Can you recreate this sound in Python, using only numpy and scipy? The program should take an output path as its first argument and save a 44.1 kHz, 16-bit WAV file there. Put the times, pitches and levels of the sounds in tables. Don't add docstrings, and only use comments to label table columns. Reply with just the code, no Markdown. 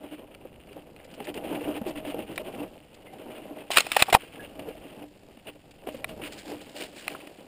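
import sys
import numpy as np
from scipy import signal
from scipy.fft import rfft, irfft
from scipy.io import wavfile
from scipy.ndimage import uniform_filter1d

SR = 44100
rng = np.random.default_rng(int(sys.argv[2]) if len(sys.argv) > 2 else 0)


def put_to_file(sound):
    columns = np.atleast_2d(sound).T
    safe = np.clip(columns, -1, 1)
    whole_steps = np.round(safe * 32767)
    wavfile.write(sys.argv[1], SR, whole_steps.astype(np.int16))


N = 329427
T = np.arange(N) / SR
AROUND = np.arange(-SR // 5, SR // 5) / SR
STONE_S = 0.0051

# (time [s], level [dB])
GROUND = [(0.0, -50), (0.55, -55), (1.15, -50.5), (1.55, -43), (1.95, -53), (2.66, -50), (2.72, -52.5),
          (3.09, -54.5), (3.15, -45.5), (3.37, -42), (3.69, -48), (4.55, -50.5), (5.0, -47), (5.13, -59.5),
          (5.77, -55), (6.2, -46), (7.15, -52.5), (7.46, -50.5)]
# (middle [s], length [s], rumble level [dB], rattle level [dB], thud pitch [Hz])
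BUMPS = [(0.041, 0.1, -41.5, -53.5, 305), (0.134, 0.048, -36.5, -51, 300), (0.198, 0.033, -44.5, -59, 483),
         (0.76, 0.13, -49, -56.5, 550), (1.22, 0.073, -38.5, -50, 420), (1.291, 0.033, -34, -40, 365),
         (1.373, 0.039, -32, -43, 443), (1.448, 0.063, -35.5, -48, 616), (1.525, 0.11, -27.5, -45, 307),
         (1.622, 0.054, -38, -46, 473), (1.693, 0.093, -30.5, -44, 295), (1.772, 0.04, -33, -43, 298),
         (1.882, 0.075, -31, -45, 315), (1.978, .055, -35, -43.5, 298), (2.09, 0.073, -31.5, -40, 290),
         (2.198, 0.072, -31.5, -48, 320), (2.316, 0.072, -34, -48, 334), (2.404, 0.034, -35.5, -44, 610),
         (2.476, 0.066, -36.5, -49.5, 376), (2.553, 0.072, -39, -49.5, 474), (2.62, 0.078, -32, -51, 292),
         (3.066, 0.034, -49, -56, 493), (3.137, 0.027, -43, -47, 763), (3.516, .04, -40.5, -68, 287),
         (3.595, 0.032, -46, -48.5, 630), (4.227, 0.097, -51, -46, 302), (4.341, 0.048, -53, -47.5, 248),
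         (4.44, 0.072, -42, -50.5, 583), (4.622, 0.11, -44.5, -56, 640), (4.688, 0.046, -33, -48.5, 438),
         (5.02, 0.051, -42.5, -54, 476), (5.482, 0.045, -38.5, -45.5, 640), (5.886, 0.047, -43.5, -47, 715),
         (5.964, .093, -45, -53.5, 240), (6.105, 0.056, -56, -45, 644), (6.246, 0.064, -40, -40, 300),
         (6.515, .09, -38, -49.5, 350), (6.766, 0.025, -39, -53, 580), (6.817, 0.08, -40.5, -45.5, 392),
         (7.111, 0.27, -45.5, -49.5, 291)]
# (time [s], knock level [dB], rattle level [dB], pitch [Hz])
STONES = [(0.195, -41, -56, 418), (0.215, -44, -56, 516), (0.455, -39, -58, 517), (0.713, -45, -57, 400),
          (0.767, -40.5, -56, 546), (1.054, -43, -64, 522), (1.2055, -31.5, -43, 800),
          (1.377, -27, -51, 428), (1.818, -25, -42.5, 220), (1.866, -23, -49, 360),
          (2.053, -34.5, -45, 650), (2.146, -28.5, -46, 483), (2.553, -34, -48, 480),
          (2.605, -31, -43.5, 295), (4.596, -41, -39.5, 635), (4.754, -37, -67, 633),
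          (4.856, -39, -64, 300), (5.375, -44.5, -68, 230), (5.8745, -31.5, -40.5, 750),
          (5.889, -30.5, -40, 614), (5.948, -33.5, -49, 525), (6.095, -40.5, -47, 640),
          (6.543, -42, -59, 347), (7.274, -38, -42, 300)]


def gain_of(db):
    return 10 ** (np.asarray(db) / 20)


def evened(x):
    return x / np.sqrt(np.mean(x ** 2) + 1e-20)


def together(*forces):
    return np.sqrt(sum(force ** 2 for force in forces))


def add(mix, s, sound):
    start = round(s * SR)
    sound = sound[max(-start, 0):]
    part = mix[max(start, 0):][:len(sound)]
    part += sound[:len(part)]


def played(events):
    out = np.zeros(N)
    for s, db, shape in events:
        add(out, s + AROUND[0], gain_of(db) * shape)
    return out


def level(curve):
    return gain_of(np.interp(T, *np.transpose(curve)))


def colour(x, spectrum, resonances=(), size=8192):
    hz = np.abs(np.fft.fftfreq(size, 1 / SR))
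    points_hz, points_db = np.transpose(spectrum)
    shape_db = np.interp(np.log(hz + 1), np.log(points_hz), points_db)
    for centre, width, boost in resonances:
        shape_db += boost / (1 + (2 * (hz - centre) / width) ** 2)
    response = np.exp(np.conj(signal.hilbert(np.log(gain_of(shape_db)))))
    taps = np.fft.ifft(response).real[:size // 2]
    return signal.oaconvolve(x, taps / np.linalg.norm(taps))[:len(x)]


def flutter(rate_hz, depth_db):
    speed = np.fft.rfftfreq(N, 1 / SR) / rate_hz
    wander = evened(irfft(rfft(rng.standard_normal(N)) * speed * np.exp(-speed ** 2), N))
    return evened(gain_of(depth_db * np.clip(wander, -2, 2)))


def grains(per_s, spread_db, smooth):
    sizes = gain_of(spread_db * np.minimum(rng.exponential(1, N), np.pi)) * rng.choice([-1, 1], N)
    impacts = evened(sizes * (rng.random(N) < per_s / SR))
    return evened(impacts + smooth * rng.standard_normal(N))


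def chatter(per_s, spread_db, decay_s, steady):
    shocks = gain_of(spread_db * np.minimum(rng.exponential(1, N), 2)) * (rng.random(N) < per_s / SR)
    tails = signal.lfilter([1], [1, -np.exp(-1 / (decay_s * SR))], shocks)
    return evened(steady + evened(tails))


def jolt(length, tail):
    rise = 1 / (1 + np.exp(np.clip(-(AROUND + 0.61 * length) / (0.18 * length), -20, 20)))
    return rise * np.exp(-np.maximum(AROUND, 0) / (length * tail))


def arch(length, skew=0):
    width = length * (1 + skew * np.sign(AROUND))
    return np.exp(-(2 * AROUND / width) ** 2)


def tone(hz):
    return np.sin(2 * np.pi * (hz * AROUND + rng.random()))


def shaking():
    bumps = played((s, db, arch(length, skew=0.086)) for s, length, _, db, _ in BUMPS)
    stones = played((s, db, jolt(STONE_S, tail=0.87)) for s, _, db, _ in STONES)
    return together(gain_of(-11.5) * level(GROUND), gain_of(-2) * bumps, gain_of(-0.5) * stones)


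def circuit():
    # (frequency [Hz], level [dB])
    floor_eq = [(20, -3), (70, -10), (150, -12.5), (300, -22), (700, -35), (4000, -34.5), (15000, -40)]
    return gain_of(-78) * np.array([colour(noise, floor_eq) for noise in rng.standard_normal((2, N))])


def sway():
    # (time [s], level [dB])
    buffeting = [(0.0, -62.5), (0.6, -56.5), (0.95, -59.5), (1.87, -51.5), (2.6, -56), (2.85, -60),
                 (4.15, -61.5), (4.35, -55), (4.68, -54), (5.05, -62), (5.72, -60), (6.06, -52),
                 (6.76, -62), (7.47, -65.5)]
    # (frequency [Hz], level [dB])
    sway_eq = [(10, -3.5), (30, -2.5), (70, -1), (130, -2), (220, -2.5), (500, -48)]
    return colour(gain_of(0.5) * level(buffeting) * grains(700, spread_db=2.1, smooth=1), sway_eq)


def grass():
    # (time [s], level [dB])
    undergrowth = [(0.0, -78), (0.85, -71.5), (1.3, -73), (2.7, -66.64), (3.0, -71), (4.5, -65.55),
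                   (5.8, -68.5), (6.45, -58.5), (7.15, -59), (7.46, -64.5)]
    # (middle [s], length [s], level [dB])
    bushes = [(1.889, 0.03, -47.5), (5.948, 0.089, -59), (6.267, 0.035, -50), (6.33, 0.027, -46),
              (6.39, 0.05, -48.3), (6.494, 0.082, -50.5), (6.697, 0.015, -54), (6.768, 0.016, -44.5),
              (6.817, 0.085, -44.5), (6.993, 0.068, -49.5), (7.092, 0.098, -54)]
    # (time [s], level [dB])
    stalks = [(1.048, -52.5), (1.113, -55), (1.147, -49), (1.245, -47.5), (1.254, -56), (1.345, -49),
              (2.361, -44.5), (2.946, -54), (3.011, -62), (5.712, -55), (6.0925, -48), (6.327, -44),
              (6.617, -46), (6.757, -47), (6.803, -40), (6.964, -46)]
    # (frequency [Hz], level [dB])
    grass_eq = [(700, -24.5), (1600, 1), (3000, 3), (4000, -1), (5000, -1), (6000, -15), (7000, -4),
                (8200, -7), (9500, -15.5), (12000, -33.5)]
    swishes = played((s, db, arch(length, skew=0.086)) for s, length, db in bushes)
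    whips = played((s, db, jolt(0.0041, tail=1.9)) for s, db in stalks)
    flicks = gain_of(-13.5) * shaking()
    force = together(level(undergrowth), flicks, gain_of(2) * swishes, gain_of(1) * whips)
    brushing = force * grains(3500, spread_db=0.98, smooth=0.64) * flutter(83, depth_db=2.9)
    return colour(brushing, grass_eq)


def rattle():
    # (frequency [Hz], level [dB])
    rattle_eq = [(400, -22.5), (900, -4), (1200, -1.5), (1700, -1.5), (2300, 2.5), (2850, 7.5), (3300, -1),
                 (3800, -10), (4800, -20.5), (6000, -32), (7500, -22), (9000, -40)]
    buzz = gain_of(1) * shaking() * grains(2200, spread_db=3.3, smooth=0.65)
    buzz *= chatter(70, spread_db=2.1, decay_s=0.011, steady=0.66)
    grit = gain_of(-69) * grains(30, spread_db=3, smooth=0)
    return colour(buzz + grit, rattle_eq)


def chirps():
    # (time [s], pitch [Hz], level [dB], decay [s])
    cues = [(3.075, 2080, -49, .02), (4.394, 1650, -38, 0.02)]
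    out, t = np.zeros(N), np.arange(SR // 10) / SR
    for s, hz, db, decay in cues:
        waver = 0.23 * uniform_filter1d(rng.standard_normal(len(t)), 60)
        cycles = np.cumsum(hz * (1 + waver)) / SR
        envelope = (1 - np.exp(-t / 0.0017)) * np.exp(-t / decay)
        add(out, s, gain_of(db) * envelope * np.sin(2 * np.pi * cycles))
    return out


def mount():
    # (time [s], level [dB], pitch [ratio], rebound [ratio])
    clicks = [(0.3482, -31.5, 1.12, 0.4), (0.672, -40, 1.1, .3), (.730, -35.5, 1.17, 0.41),
              (0.9635, -34.5, 1.04, 0.3), (1.001, -36.5, 0.88, 0.35), (1.140, -33, 1.2, 0.26),
              (1.271, -25.5, 0.88, .5), (1.342, -28, 1.23, 0.21), (2.0498, -31, 0.88, 0.4),
              (2.3782, -14, 0.93, 0.67), (4.5952, -30, 1.1, 0.33), (5.8886, -32, 0.96, .5),
              (5.9465, -36, 1.1, 0.35), (6.0440, -12.5, 0.95, 0.4), (7.08, -10, 1.02, 0.18),
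              (7.1495, -25.5, 0.54, 0.83)]
    # (base frequency [Hz], level [dB], time to fall 60 dB [s])
    modes = [(775, -7.5, 0.014), (1216, -6.5, 0.013), (1420, -12.5, 0.015), (2103, -4.5, 0.013),
             (2424, 7, 0.0062), (4050, -6, 0.0081), (5160, -5.5, 0.0026)]
    out, t = np.zeros(N), np.arange(SR // 10) / SR
    for s, click_db, pitch, rebound in clicks:
        ring = sum(gain_of(db - 60 * t / t60) * np.sin(2 * np.pi * hz * pitch * t)
                   for hz, db, t60 in modes)
        ring *= 1 - np.exp(-t / 0.00069)
        click = gain_of(click_db - 3.5) * ring / np.abs(ring).max()
        for delay_s, share in [(0, 1), (0.00165, 0.23 * rebound), (0.00295, rebound)]:
            add(out, s + delay_s, share * click)
    return out


def tyres():
    # (frequency [Hz], level [dB])
    tyre_eq = [(40, -40.5), (120, -12), (210, -3.5), (300, -0.5), (350, -1), (420, -2.5), (550, -1.5),
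               (700, -6), (850, -9), (1100, -18.5), (1600, -24), (3000, -49)]
    # (frequency [Hz], width [Hz], boost [dB])
    frame_modes = [(295.4, 9.4, 13), (484, 10, 4.5), (627.4, 16.6, 11), (794.6, 13, 9)]
    ring_knee_db, thud_cycles = -47.5, 11
    bumps = played((s, db, arch(length)) for s, length, db, _, _ in BUMPS)
    stones = played((s, db, jolt(STONE_S, tail=0.87)) for s, db, _, _ in STONES)
    force = together(gain_of(0.75) * level(GROUND), gain_of(-1.5) * bumps, gain_of(-1) * stones)
    drum = force * grains(2000, spread_db=1.4, smooth=0.58)
    drum *= chatter(110, spread_db=2.8, decay_s=0.01, steady=0.7)
    ring_share = np.minimum(1.1 * force / (force + gain_of(ring_knee_db)), 1)
    rumble = colour(ring_share * drum, tyre_eq, frame_modes) + colour((1 - ring_share) * drum, tyre_eq)
    thuds = played((s, db - 0.5, arch(thud_cycles / hz) * tone(hz)) for s, _, db, _, hz in BUMPS)
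    knocks = played((s, db, jolt(STONE_S, tail=1.4) * tone(hz)) for s, db, _, hz in STONES)
    return rumble + thuds + knocks


def leaf_pressure():
    # (start [s], length [s], level [dB])
    sprays = [(3.703, 0.083, -32), (3.759, .05, -27), (3.814, 0.11, -44), (3.919, 0.093, -37.5),
              (3.99, 0.043, -30.5), (4.05, 0.064, -45), (4.123, 0.036, -31.5)]
    attack_s, release_s = 0.004, 0.0056
    out, t = np.zeros(N), np.arange(SR // 4) / SR
    for s, length, db in sprays:
        envelope = (1 - np.exp(-t / attack_s)) * np.exp(-np.maximum(t - length, 0) / release_s)
        add(out, s, gain_of(db) * envelope)
    return out


def branch():
    # (time [s], contact [s], crack level [dB],
    # crack pitch [Hz], knock level [dB], knock pitch [Hz], thump level [dB])
    slaps = [(3.7042, 0.0017, -34, 2020, -17.5, 690, -53), (3.714, 0.007, -28, 4030, -48.5, 804, -56),
             (3.7707, 0.0027, -8.5, 2450, -19, 1140, -58), (3.782, 0.00087, -7.5, 2640, -18, 583, -43),
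             (3.8045, 0.002, -18.5, 4130, -39, 790, -54), (3.866, .0033, -32, 2510, -28.5, 720, -55),
             (3.917, 0.0038, -21, 2270, -31, 714, -52), (3.9646, 0.0064, -17, 1860, -12.5, 800, -55),
             (3.992, 0.0083, -25, 2600, -27.5, 608, -46), (4.0228, 0.002, -7, 2483, -8.5, 723, -15.5),
             (4.084, 0.0093, -47.5, 2320, -25.5, 776, -55), (4.099, 0.0066, -32.5, 2400, -40.5, 825, -55),
             (4.1262, 0.0072, -17, 2080, -15.5, 692, -32.5), (4.14, 0.0067, -18, 2460, -14.5, 893, -33),
             (4.1484, 0.0027, -15.5, 1830, -1, 884, -12.5), (4.158, .014, -44.5, 2056, -26.5, 760, -48.5)]
    # (frequency [Hz], level [dB])
    leaf_eq = [(150, -19), (600, -4), (1200, -1.5), (1800, -3.5), (2500, 0), (3100, -1), (3900, -6.5),
               (4600, -10.5), (5200, -8.5), (6000, -24.5), (7000, -12), (8300, -12.5), (9800, -20),
               (11500, -48.5)]
    thump_s = 0.00045
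    t = np.arange(SR // 12) / SR
    phase = 2 * np.pi * t
    cracks, walls, hits = np.zeros((3, N))
    for s, contact, crack_db, crack_hz, knock_db, hz, thump_db in slaps:
        released = np.maximum(t - contact, 0)
        crack = gain_of(crack_db) * (1 - np.exp(-t / 0.0004)) * np.exp(-released / 0.0026)
        add(cracks, s, crack)
        spot = np.sin(crack_hz * phase) + 0.83 * np.exp(-t / 0.005) * np.sin(1.6 * crack_hz * phase)
        add(hits, s, 1.02 * crack * np.exp(-t / 0.011) * spot)
        wall = np.sin(hz * phase) + 0.236 * np.sin(1.42 * hz * phase) + 0.22 * np.sin(0.62 * hz * phase)
        fall = np.exp(-released / 0.0013) + gain_of(-28) * np.exp(-released / 0.008)
        add(walls, s, gain_of(knock_db) * wall * (1 - np.exp(-t / 0.00054)) * fall)
        add(hits, s, gain_of(thump_db) * t / thump_s * np.exp(1 - t / thump_s))
    walls *= flutter(270, depth_db=3)
    drag = leaf_pressure() * grains(2200, spread_db=0.97, smooth=0.442) * flutter(150, depth_db=2.5)
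    crack_noise = gain_of(-2.5) * cracks * rng.standard_normal(N)
    return hits + walls + colour(drag + crack_noise, leaf_eq, resonances=[(2600, 500, 2.5)])


def scene():
    return tyres() + sway() + rattle() + grass() + branch() + mount() + chirps() + circuit()


def record(dry):
    mirror_hz, edge_hz = 12000, 15450
    low = signal.oaconvolve(dry, signal.firwin(41, 4500, fs=SR)[None], "same")
    fizz = np.diff(low, prepend=0) * np.cos(2 * np.pi * mirror_hz * T)
    fizz = signal.lfilter([1, 0.55], [1], fizz)
    clipped = np.clip(dry + gain_of(1.95) * fizz, -0.9, 0.9)
    high_cut = signal.firwin(191, edge_hz, window=("kaiser", 8), fs=SR)
    return signal.oaconvolve(clipped, high_cut[None], "same")


dry = scene()
out = record(dry)
put_to_file(out)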